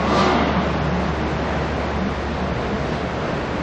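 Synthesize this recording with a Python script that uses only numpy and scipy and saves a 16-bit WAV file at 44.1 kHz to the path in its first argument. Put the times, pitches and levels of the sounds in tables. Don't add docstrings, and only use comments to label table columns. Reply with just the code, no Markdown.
import sys
import numpy as np
from scipy import signal
from scipy.fft import rfft, irfft, dct, next_fast_len
from scipy.io import wavfile
from scipy.ndimage import uniform_filter1d, map_coordinates

SR = 44100
rng = np.random.default_rng(int(sys.argv[2]) if len(sys.argv) > 2 else 0)


def boost(x):
    u = np.asarray(x, float) / 20
    return 10 ** u


def inscribe(sig):
    pcm = np.round(np.clip(np.atleast_2d(sig).T, -1, 1) * 32767)
    wavfile.write(sys.argv[1], SR, pcm.astype(np.int16))


N = 159642
TIME = np.arange(N) / SR

# frequency in Hz, level in dB.
MAINS = [(59.5, -44.5), (119.5, -42.5)]
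# frequency in Hz, density in dB per Hz.
RUMBLE_SPECTRUM = [(15, -32.5), (25, -7.5), (54, -2.5), (82, 4.5), (98, -5.5), (130, -42), (220, -120)]
# frequency in Hz, density in dB per Hz.
FINE_HISS_SPECTRUM = [(1800, -20.5), (2800, -1.5), (4000, -0.5), (5200, -5.5), (6500, -25.5)]
# time in seconds, level in dB.
DRIVE_LEVEL = [(0, -31), (.5, -29.5), (1, -29), (1.6, -30), (2.4, -31), (2.7, -36), (2.85, -35),
               (3.05, -35.5), (3.2, -45), (3.62, -38)]
# multiple of the note, level in dB.
DRIVE_HARMONICS = [(1, 0), (2, -11), (3, -11)]
# time in seconds, level in dB.
BELT_LEVEL = [(0, -22), (.3, -21.5), (.5, -23), (.77, -23), (1.62, -24), (2.18, -24.5), (2.54, -24.5),
              (2.8, -25), (2.93, -25), (3.05, -24), (3.62, -24)]
# frequency in Hz, density in dB per Hz.
BELT_SPECTRUM = [(70, -30.5), (100, -8.5), (160, -1.5), (280, -5.5), (627, -6.5), (1910, -17),
                 (6440, -38.5), (9700, -58)]
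# centre in seconds, length in seconds, level in dB.
SCUFFS = [
    (1.048, 0.036, -30.5),
    (2.858, 0.08, -31.5),
    (2.94, .03, -33),
]
# frequency in Hz, density in dB per Hz.
SCUFF_SPECTRUM = [(100, -11), (200, 5.5), (700, -2), (3000, -16), (6000, -27), (9700, -42.5)]
# time in seconds, pitch in Hz, level in dB.
GROANS = [
    [(0.54, 194.7, -35), (0.584, 187.4, -21.5), (0.662, 192.5, -30), (0.696, 184.6, -27.5),
     (0.74, 162, -27), (0.798, 151.7, -26.5), (0.91, 151, -25)],
    [(0.9, 174.7, -27), (0.976, 181, -22), (1.028, 190, -33), (1.06, 200, -25), (1.08, 169.6, -31),
     (1.094, 160, -21), (1.15, 156.3, -40)],
    [(1.94, 179.0, -31.5), (2.012, 182.4, -24.5), (2.072, 202, -22), (2.116, 176.2, -32),
     (2.12, 176.6, -43)],
]
# centre in seconds, length in seconds, frequency in Hz, level in dB.
BOOMS = [(1.23, 0.076, 321, -30), (2.744, .025, 443, -37.5), (2.807, .04, 129.5, -31),
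         (3.502, 0.04, 125, -32), (1.206, 0.077, 225, -33), (2.885, 0.034, 650, -33.5),
         (2.981, 0.019, 685, -31), (3.016, 0.036, 430, -33), (3.026, .025, 284, -33.5),
         (2.53, .025, 175, -30.5), (2.27, 0.0097, 185, -27.5), (2.428, 0.036, 191.3, -29),
         (2.573, 0.03, 120, -29), (2.74, 0.018, 204, -24), (2.82, 0.022, 146, -27.5),
         (2.858, 0.06, 348, -36), (2.922, 0.022, 154.9, -25.5), (2.938, 0.027, 232, -27),
         (3.075, 0.035, 180, -31), (3.252, 0.026, 159, -38), (3.38, 0.035, 145.6, -30),
         (3.398, 0.061, 360.8, -34), (3.555, 0.1, 298, -34.5)]
# time in seconds, level in dB.
CARTON_LEVEL = [(0, -33), (.1, -24), (.2, -19.5), (.28, -20.5), (.42, -21), (.55, -25.5), (.75, -32.5),
                (1, -47.5)]
# frequency in Hz, density in dB per Hz.
SCRAPE_SPECTRUM = [(100, -25), (197, 4.5), (481, -4), (1180, -1), (1600, -14.5), (3500, -16), (6000, -44),
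                   (9700, -59.5)]
# frequency in Hz, density in dB per Hz.
EDGE_SPECTRUM = [(1500, -15.5), (2500, -13), (4000, -2), (6000, -11), (9700, -34.5)]
# frequency in Hz, pitch waver as a share, level in dB, peak in seconds, length in seconds.
BED_MODES = [(197, 0.0061, -24.5, 0.19, 0.076), (268, 0.024, -43, 0.34, 0.025),
             (366.2, 0.0033, -26, 0.26, 0.079), (592, .01, -30, 0.2, 0.031), (548, 0.017, -32, 0.17, 0.11),
             (700, 0.008, -29, 0.35, 0.17), (789, 0.0062, -32, 0.29, 0.057),
             (1110, 0.013, -29.5, 0.042, 0.064), (1181, 0.0089, -27, 0.2, 0.065),
             (1230, 0.0064, -28, 0.26, 0.03), (1426, 0.017, -35, 0.29, 0.068),
             (2010, 0.0082, -39.5, 0.26, 0.17), (2130, .006, -38.5, 0.32, 0.12),
             (650, 0.0087, -30, .28, 0.038)]
# frequency in Hz, level in dB.
SIDE_LEVEL = [(1000, -31.5), (1500, -23), (2200, -20), (3000, -22.5), (4300, -16), (6500, -10.5),
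              (9000, -8.5)]
# frequency in Hz, share of time it is kept.
SIDE_PRESENCE = [(1000, 0), (1200, .02), (1550, .1), (1900, .25), (2250, .3), (2600, .04), (3300, .14),
                 (3800, .7), (4500, .82), (5150, .15), (5900, .52), (6500, .45), (7200, .18), (8000, .14)]
# time in seconds, shift of the threshold in dB.
THRESHOLD_SHIFTS = [(.02, 4), (.19, -5), (.24, 4), (.32, -5), (.44, 4), (.63, 4), (.72, -4), (.8, 9),
                    (.86, -3), (.92, 8), (1.01, -9), (1.18, -5), (1.25, 7), (1.3, -5), (1.38, 6),
                    (1.46, -4), (1.67, -4), (1.75, 7), (1.8, -5), (1.89, 5), (2, 8), (2.12, -5), (2.21, -5),
                    (2.52, 8), (2.64, -5), (2.87, -8), (2.92, 5), (3.05, -4), (3.41, -4), (3.53, -4)]

FRAME, GRID = 1024, 496
WINDOW = signal.windows.kaiser_bessel_derived(2 * FRAME, 4 * np.pi)


def unit(x):
    return x / np.sqrt(np.mean(x ** 2) + 1e-20)


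def along(points, hz):
    f, v = np.transpose(points)
    return np.interp(np.log(hz + 1), np.log(f + 1), v)


def curve(rows):
    return np.interp(TIME, *np.transpose(rows))


def drift(db_per_s):
    return db_per_s * (TIME - N / 2 / SR)


def wobble(rate):
    return map_coordinates(rng.standard_normal(400), [TIME * min(rate, 100)])


def filtered(x, response):
    m = next_fast_len(N + SR // 2)
    return irfft(rfft(x, m) * response(np.fft.rfftfreq(m, 1 / SR)), m)[..., :N]


def rush(spectrum, patchy_db):
    z = signal.stft(rng.standard_normal(N + 512), nperseg=512)[2]
    field = uniform_filter1d(rng.standard_normal(z.shape), size=6, axis=0)
    field = uniform_filter1d(field, size=14, axis=1)
    x = signal.istft(z * boost(patchy_db * unit(field)), nperseg=512)[1][:N]
    return unit(filtered(x, lambda hz: boost(along(spectrum, hz))))


def tone(hz, waver, rate):
    cycles = np.cumsum(hz * (1 + waver * wobble(rate))) / SR
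    return np.sqrt(2) * np.sin(2 * np.pi * cycles + 6 * rng.random())


def bump(s, length):
    return np.exp(-.5 * ((TIME - s) / length) ** 2)


def mains():
    buzz = sum(boost(db + 3.5 * wobble(3.3)) * tone(hz, 0.0047, 5.4) for hz, db in MAINS)
    return boost(drift(0.5)) * buzz


def floor():
    return boost(-39.5 + drift(1.5)) * rush(RUMBLE_SPECTRUM, patchy_db=0.0)


def fine_hiss():
    return boost(-48.5 + drift(0.5) + 1.2 * wobble(8)) * rush(FINE_HISS_SPECTRUM, patchy_db=2.0)


def groan(rows):
    s, hz, db = np.transpose(rows)
    fade_s = 0.022
    fade = np.clip(np.minimum(TIME - s[0], s[-1] - TIME) / fade_s, 0, 1)
    return fade * boost(np.interp(TIME, s, db)) * tone(np.interp(TIME, s, hz), 0.006, 32)


def frame():
    groans = sum(map(groan, GROANS))
    booms = sum(boost(db) * bump(s, length) * tone(hz, 0.013, 11) for s, length, hz, db in BOOMS)
    return groans + booms


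def drive():
    note_hz = 72.24
    hum = sum(boost(db + 0.15 * wobble(6.5)) * tone(k * note_hz, 0.0021, 3) for k, db in DRIVE_HARMONICS)
    return boost(curve(DRIVE_LEVEL)) * hum


def scuffs():
    swells = sum(boost(db) * bump(s, length) for s, length, db in SCUFFS)
    return swells * rush(SCUFF_SPECTRUM, patchy_db=.5)


def belt():
    level_db = curve(BELT_LEVEL) + 0.51 * wobble(4.0) + 0.19 * wobble(11.41)
    return boost(level_db) * rush(BELT_SPECTRUM, patchy_db=0.35)


def edge_hiss():
    peak_s, length_s, peak_db = 0.2, 0.041, -30.5
    late = (TIME - peak_s) / length_s
    fall_db = 5.5 * np.where(late > 0, 0.76, 1)
    return boost(peak_db - fall_db * (np.sqrt(1 + late ** 2) - 1)) * rush(EDGE_SPECTRUM, patchy_db=.5)


def carton():
    ring = sum(boost(db + 1.4 * wobble(30.1)) * bump(s, length) * tone(hz, waver, 39.2)
               for hz, waver, db, s, length in BED_MODES)
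    hiss = edge_hiss()
    scrape = boost(curve(CARTON_LEVEL)) * rush(SCRAPE_SPECTRUM, patchy_db=.5)
    return scrape + ring + hiss


def scene():
    rubbing = belt() + floor() + carton()
    mid = drive() + mains() + rubbing + frame() + scuffs() + fine_hiss()
    side = filtered(np.roll(rubbing, 1500), lambda hz: boost(along(SIDE_LEVEL, hz)))
    return np.array([mid + side, mid - side])


def lapped_spectrum(x):
    x = np.pad(x, (2 * FRAME - GRID, 3 * FRAME))
    frames = np.lib.stride_tricks.sliding_window_view(x, 2 * FRAME)[::FRAME] * WINDOW
    a, b, c, d = np.split(frames, 4, axis=1)
    return dct(np.hstack([-c[:, ::-1] - d, a - b[:, ::-1]]), type=4, norm="ortho")


def overlap_add(z):
    u, v = np.split(dct(z, type=4, norm="ortho"), 2, axis=1)
    head, tail = np.split(np.hstack([v, -v[:, ::-1], -u[:, ::-1], -u]) * WINDOW, 2, axis=1)
    return (head[1:] + tail[:-1]).ravel()[FRAME - GRID:][:N]


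def band_rms(z, size):
    return np.repeat(np.sqrt(np.mean(z.reshape(len(z), -1, size) ** 2, axis=2) + 1e-20), size, axis=1)


def threshold(mid):
    count, band_bins, memory = len(mid), 32, 24
    level = band_rms(mid, size=FRAME)[:, 0]
    level_db = 20 * np.log10(level + 1e-6)
    usual_db = np.median(level_db)
    recent_db = uniform_filter1d(level_db, size=memory, origin=memory // 2 - 1, mode="constant", cval=usual_db)
    t = (np.arange(count) * FRAME + GRID - FRAME) / SR
    shift_db = sum(db * np.exp(-.5 * ((t - s) / .016) ** 2) for s, db in THRESHOLD_SHIFTS)
    swing_db = 1.2 * rng.standard_normal(count) + shift_db + .9 * (recent_db - usual_db)
    band_db = np.repeat(rng.standard_normal((count, FRAME // band_bins)), band_bins, axis=1)
    return (level * boost(-31 + swing_db))[:, None] * boost(band_db)


def thin(pair):
    mid, side = lapped_spectrum((pair[0] + pair[1]) / 2), lapped_spectrum((pair[0] - pair[1]) / 2)
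    count, hz = len(mid), np.arange(FRAME) * SR / 2 / FRAME
    limit = threshold(mid)
    gap_bins = 8
    field = uniform_filter1d(rng.standard_normal((count, FRAME // gap_bins)), size=3, axis=0)
    gap_db = np.repeat(-2 + 4 * unit(field), gap_bins, axis=1)
    solid = band_rms(mid, size=gap_bins) > limit * boost(gap_db)
    kept = (band_rms(mid, size=32) > limit) & solid | (hz < 4500)
    luck = uniform_filter1d(rng.standard_normal((count, FRAME // 16)), size=2, axis=0)
    luck = uniform_filter1d(luck, size=2, axis=1)
    rank = luck.argsort(axis=0).argsort(axis=0) / count
    side_kept = kept & np.repeat(rank < along(SIDE_PRESENCE, hz[8::16]), 16, axis=1)
    step, side_step = boost(1) * limit, boost(2) * band_rms(side, size=16)
    mid = overlap_add(np.round(mid / step) * step * kept)
    side = overlap_add(np.round(side / side_step) * side_step * side_kept)
    return np.array([mid + side, mid - side])


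def band_limit(x):
    return signal.sosfilt(signal.butter(12, 9610, fs=SR, output="sos"), x)


def record(dry):
    mix = thin(dry)
    return band_limit(mix)


dry = scene()
out = record(dry)
inscribe(out)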